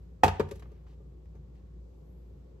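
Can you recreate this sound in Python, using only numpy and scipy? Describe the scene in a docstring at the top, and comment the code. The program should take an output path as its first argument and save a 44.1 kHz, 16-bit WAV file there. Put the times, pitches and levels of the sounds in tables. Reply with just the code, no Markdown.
"""A fridge hums and rumbles in a hard-walled kitchen; then a plastic jug is knocked on the counter close
to a phone, rocks and settles with smaller taps. The food processor is off.
The fridge is wavering sines, the air is filtered noise, and each knock rings decaying modes of jug,
counter and cabinet with a noise crack. Soft swells of noise grains give rubs and faint lingering room
sound; a noise tail gives the room."""
import sys
import numpy as np
from scipy import signal
from scipy.fft import rfft, irfft
from scipy.io import wavfile
from scipy.ndimage import uniform_filter1d

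SR = 44100
rng = np.random.default_rng(int(sys.argv[2]) if len(sys.argv) > 2 else 0)


def to_wav(sig):
    """Store sig (one row per channel, or 1-D mono) as 16-bit WAV at the path in sys.argv[1].

    Samples outside -1..1 are clipped; the rate is SR.
    """
    pcm = np.clip(np.atleast_2d(sig), -1, 1) * 32767
    pcm = np.round(pcm).astype(np.int16)
    wavfile.write(sys.argv[1], SR, pcm.T)  # frames by channels


N = 114660  # length in samples
PORTS = np.array([[1], [-1]])  # sign at the left and right microphone port

# Left-right balance of the fridge and the room air: hz, left_minus_right_db
BACKGROUND_PAN = [(60, 0.5), (110, 1.0), (200, 2.5), (380, 4), (700, -0.5), (1290, -0.5), (2380, 0.5),
                  (4400, -4.5), (8120, -2.5), (15000, -0.5)]


def amp(db):
    """Amplitude factor of a level in dB."""
    return 10 ** (np.asarray(db) / 20)


def along(table, hz):
    """Value of a (Hz, value) table on a log-frequency axis."""
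    points = np.array(table, float)
    return np.interp(np.log(np.maximum(hz, 1)), np.log(points[:, 0]), points[:, 1])


def shape(x, gain):
    """Filter by a gain given as a function of frequency."""
    length = x.shape[-1]
    hz = np.arange(length // 2 + 1) * SR / length
    return irfft(rfft(x) * gain(hz), length)


def unit(x):
    """Scale to an RMS of 1."""
    return x / np.sqrt(np.mean(x ** 2))


def walk(rate):
    """Random levels of RMS 1, held 1 / rate s and slewed twice."""
    hold = int(SR / rate)
    steps = np.repeat(rng.standard_normal(N // hold + 1), hold)
    return unit(uniform_filter1d(uniform_filter1d(steps, hold), hold)[:N])


def decay(t, t60):
    """Exponential decay that falls 60 dB in t60 seconds."""
    return np.exp(-np.log(1000) * t / t60)


def ring(modes, t, swell_s):
    """Decaying sines of an object after one blow, with a soft onset and signs running + - - + + - -."""
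    total = 0
    for k, (hz, db, t60) in enumerate(modes):
        sign = (-1) ** ((k + 1) // 2)
        total = total + sign * amp(db) * np.sin(2 * np.pi * hz * t) * decay(t, t60)
    return (1 - np.exp(-t / swell_s)) * total


def fridge():
    """Compressor tones wavering slightly in pitch and level, in phase at both ports but unequal in level."""
    # Compressor tones: hz, level_db (RMS, before panning), pitch_waver (RMS share of hz)
    tones = [(58.35, -49.5, .002), (160.7, -68.5, 0.033), (187.3, -73, 0.0081), (366, -72, .003),
             (425, -79.5, .005), (510, -78.5, .004), (1107.8, -92, .003), (1400, -100.5, .003)]
    level_waver_db = 2  # RMS
    out = 0
    for hz, db, waver in tones:
        level = amp(db + level_waver_db * walk(9.1)) * np.sqrt(2)
        phase = 2 * np.pi * np.cumsum(hz * (1 + waver * walk(12))) / SR
        pan = amp(along(BACKGROUND_PAN, hz) * PORTS / 2)
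        out = out + level * np.sin(phase) * pan
    return out


def air():
    """Room rumble and hiss as noise bands that flicker separately; a thin treble hiss swells and fades."""
    # Colour of the room noise: hz, relative_db_per_hz
    spectrum = [(25, -41), (42, -14.5), (60, -3), (81, -1), (117, -9), (153, -3), (195, -10.5), (225, -18),
                (372, -18.5), (523, -21.5), (600, -30.5), (1010, -36.5), (1620, -46), (3000, -50.5),
                (5850, -53), (8000, -55), (9400, -70), (11500, -57.5), (13500, -61.5), (14200, -79.5),
                (15800, -79.5)]
    # Stereo spread of the room noise: hz, side_minus_mid_db
    spread = [(60, -24.5), (110, -15.5), (200, -9.5), (380, -2.5), (700, 2.5), (1290, -2), (2380, 1),
              (4400, -1), (8120, -1), (15000, -2)]
    # Swells of the thin treble hiss: time_s, level_db
    treble_swells = [(0, -89), (.2, -100), (0.601, -87), (.95, -102), (1.8, -102), (2.098, -85), (2.6, -99)]
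    level_db, flicker_db = -53.5, 1  # overall RMS; RMS swing of each band

    mid = shape(rng.standard_normal(N), lambda f: amp(along(spectrum, f)))
    side = shape(rng.standard_normal(N), lambda f: amp(along(spectrum, f) + along(spread, f)))
    both = shape(mid + PORTS * side, lambda f: amp(along(BACKGROUND_PAN, f) * PORTS / 2))
    rumble = 0
    for hz in 25 * 2. ** np.arange(10):  # overlapping octave bands
        band = shape(both, lambda f: np.clip(1 - abs(np.log2((f + 1) / hz)), 0, 1))
        rumble = rumble + amp(flicker_db * walk(7.4)) * band

    treble = unit(shape(rng.standard_normal((2, N)), lambda f: np.exp(-((f - 12000) / 1300) ** 4)))
    curve = np.array(treble_swells)
    treble_level = amp(np.interp(np.arange(N) / SR, curve[:, 0], curve[:, 1]))
    return amp(level_db) * unit(rumble) + treble * treble_level


def crack_noise(tilt_db, contact_s, t):
    """Short bright noise of a contact: partly shared by the ports, with a fast and a slower decay."""
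    # Colour of the crack: hz, relative_db_per_hz
    spectrum = [(900, -8), (1300, -11.5), (2500, -15), (4000, -19.5), (5700, -22), (7900, -23),
                (9300, -33.5), (11100, -22), (13500, -32.5), (14300, -48.5), (15300, -38)]
    width = 0.55  # level of the part opposite at the two ports, relative to the shared part
    swell_contacts = 2.5  # swell in contact times
    t60_s, tail_db, tail_t60_s = 0.039, -11, .12

    def colour(f):
        tilted_db = along(spectrum, f) + tilt_db * np.log2((f + 50) / 2500)
        return amp(tilted_db) / (1 + (800 / (f + 1)) ** 4)  # little below 800 Hz

    mid, side = rng.standard_normal((2, len(t)))
    hiss = unit(shape(mid + width * side * PORTS, colour))
    swell = 1 - np.exp(-t / (swell_contacts * contact_s))
    return hiss * swell * (decay(t, t60_s) + amp(tail_db) * decay(t, tail_t60_s))


def knocks():
    """Each contact pushes jug, counter and cabinet and gives off a short crack; tiny glassy pings join in."""
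    # Contacts, levels relative: start_s, jug_db, counter_db, cabinet_thump_db, crack_db,
    # crack_tilt_db_per_octave, contact_ms
    contacts = [(0.2339, -9, -30.5, -20, -19.5, -3.5, 0.38), (0.2377, -12.5, -15, -46.5, -27.5, 0, 0.36),
                (0.2432, -20.5, -28, -39.5, -30.5, -1.5, 0.38), (0.2495, -16, -52, -39, -31.5, -6, 0.58),
                (0.2599, -31, -18, -35, -35, -0.5, 0.71), (0.279, -27.5, -21.5, -34.5, -26, -4, 0.45),
                (0.396, -57, -11, -28, -39, -1, 0.37), (0.4005, -39, -20, -45.5, -28.5, -7.5, 0.51),
                (0.409, -46, -24.5, -45, -58, -3, 0.55), (0.487, -63, -46, -44, -56, 1, .8),
                (0.511, -56, -32.5, -53.5, -45, 1, 0.4), (0.516, -68, -28, -60.5, -62, -12, 0.88),
                (0.556, -62, -71, -56, -58, 4.5, 0.66), (0.594, -61.5, -52, -64, -56.5, 2, 1.1),
                (0.622, -58, -45, -59.5, -49, -5.5, 1.14), (0.655, -64, -48, -71, -59.5, -9, 0.51),
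                (0.716, -73, -41.5, -58, -68, 1, 0.77), (0.866, -75.5, -69, -68, -61.5, -6.5, 0.49),
                (0.924, -72.5, -48.5, -71, -66, -14, .7), (1.002, -79, -44, -69, -78.5, -7.5, .8),
                (1.118, -79, -57.5, -78, -78, -3, .8), (1.255, -78, -61.5, -83, -70.5, -3.5, 0.54),
                (1.35, -64.5, -49, -71, -72, 2, .8), (1.553, -81, -65.5, -76, -73, 0, .5)]
    # Modes of the plastic jug: hz, relative_db, t60_s
    jug_modes = [(282.5, -13.5, .07), (535, -9, .06), (690.7, -2, .05), (774, -4.5, 0.039),
                 (871, 4.5, 0.038), (932.4, -4.5, 0.032), (1214, -9, 0.056), (1431, -23.5, 0.054),
                 (1482, -21.5, 0.18), (1893, -16, 0.066), (2550.5, -10.5, .06), (2728, -19.5, 0.093),
                 (3320, -13.5, 0.049), (4900, -19.5, 0.058)]
    # Modes of the counter: hz, relative_db, t60_s
    counter_modes = [(215, -13.5, 0.065), (320, -8, 0.041), (375, -11.5, 0.037), (433.6, 4, 0.037),
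                     (542, -6.5, .06), (1195, -16, 0.088), (2300, -22.5, 0.014)]
    # Modes of the cabinet: hz, relative_db, t60_s
    cabinet_modes = [(64.2, -7.5, .4), (91.36, -0.5, 0.32), (147, -7, 0.39), (197.9, -3.5, 0.14),
                     (292.2, -15, 0.14)]
    # Tiny glassy pings: start_s, hz, relative_db, t60_s
    ping_table = [(.594, 3900, -60, .04), (1.352, 6500, -82, .2)]
    jug_swell_s, counter_swell_s, cabinet_swell_s = 0.001, 0.0048, 0.01

    out, t = np.zeros((2, N + SR)), np.arange(SR // 2) / SR
    jug = ring(jug_modes, t, jug_swell_s)
    counter = ring(counter_modes, t, counter_swell_s)
    cabinet = ring(cabinet_modes, t, cabinet_swell_s)
    for start, jug_db, counter_db, thump_db, crack_db, tilt_db, ms in contacts:
        # A longer push dulls the ring
        push = np.sin(np.pi * np.clip(t[:200] / (ms / 1000), 0, 1)) ** 2
        body = amp(jug_db) * jug + amp(counter_db) * counter + amp(thump_db) * cabinet
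        pushed = np.convolve(body, push / push.sum())[:len(t)]
        crack = amp(crack_db) * crack_noise(tilt_db, ms / 1000, t)
        i = int(start * SR)
        out[:, i:i + len(t)] += pushed + crack
    for start, hz, db, t60 in ping_table:
        i = int(start * SR)
        out[:, i:i + len(t)] += ring([(hz, db, t60)], t, jug_swell_s)
    return out[:, :N]


def soft_swells():
    """Soft band-limited swells of random noise grains among the knocks: rubs and faint lingering room sound."""
    # Noise swells: start_s, length_s, relative_db, filter_corner_hz
    swell_table = [(0.285, 0.11, -56.5, 1500), (0.414, 0.14, -66, 1160), (0.539, 0.051, -71.5, 4040),
                   (0.624, 0.23, -78.5, 1806), (0.86, 0.091, -74, 3000), (1.345, 0.034, -68.5, 596),
                   (1.552, 0.053, -80, 2400)]
    grains_per_s, scatter_db = 8100, 1
    out, t = np.zeros(N), np.arange(N) / SR
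    for start, length, db, hz in swell_table:
        hits = rng.random(N) < grains_per_s / SR
        grains = hits * rng.standard_normal(N) * amp(scatter_db * rng.standard_normal(N))
        noise = unit(shape(grains, lambda f: f / hz / (1 + (f / hz) ** 3)))
        swell = np.sqrt(np.sin(np.pi * np.clip((t - start) / length, 0, 1)).clip(0))
        out += amp(db) * noise * swell
    return out


def room(x):
    """Tiled walls: a noise tail that builds up and dies away band by band, different at each port."""
    # Reverberation time: hz, t60_s
    room_t60 = [(80, 1), (300, .5), (1000, 0.4), (4000, 0.46), (14000, 0.12)]
    level_db, build_s = -16, .006
    mono_hz = 700  # below this the ports share more of the tail
    t, tail = np.arange(SR) / SR, 0
    for hz in 50 * 2. ** np.arange(9):
        mid, side = rng.standard_normal((2, SR))
        noise = mid + min(hz / mono_hz, 1) * side * PORTS
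        band = shape(noise, lambda f: np.exp(-(np.log2((f + 1) / hz) / 0.66) ** 2))
        tail = tail + band * decay(t, along(room_t60, hz))
    tail = tail * (1 - np.exp(-t / build_s))
    tail = tail / np.sqrt(np.sum(tail ** 2) / 2)  # mean energy 1 per port
    return amp(level_db) * signal.fftconvolve(x[None], tail, axes=1)[:, :N]


def at_ports(near):
    """Close sounds reach the two ports with level and phase differences that vary with frequency."""
    # Level difference: hz, left_minus_right_db
    port_balance = [(60, -2.5), (110, 0.0), (200, 5), (380, 7.5), (700, -4), (1290, -3.5), (2380, 7.5),
                    (4400, -3.5), (8120, -3), (15000, 0.5)]
    # Phase difference: hz, left_lead_radians
    port_lead = [(60, 0), (520, 0.04), (1290, -2), (1890, -0.5), (3010, -1.3), (6000, -1), (12000, -4.5)]
    half = PORTS / 2
    return shape(near, lambda f: amp(along(port_balance, f) * half) * np.exp(1j * along(port_lead, f) * half))


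def scene():
    """Close knocks and soft swells with their room tail, over the fridge and the air."""
    near = knocks() + soft_swells()
    return at_ports(near) + room(near.mean(axis=0)) + fridge() + air()


def record(dry):
    """The phone cuts the lowest bass and the top."""
    bass_cut_hz, top_hz = 33, 15900
    dry = signal.sosfilt(signal.butter(2, bass_cut_hz, "high", fs=SR, output="sos"), dry)
    return signal.sosfilt(signal.ellip(10, .2, 80, top_hz, fs=SR, output="sos"), dry)


dry = scene()
out = record(dry)
to_wav(out)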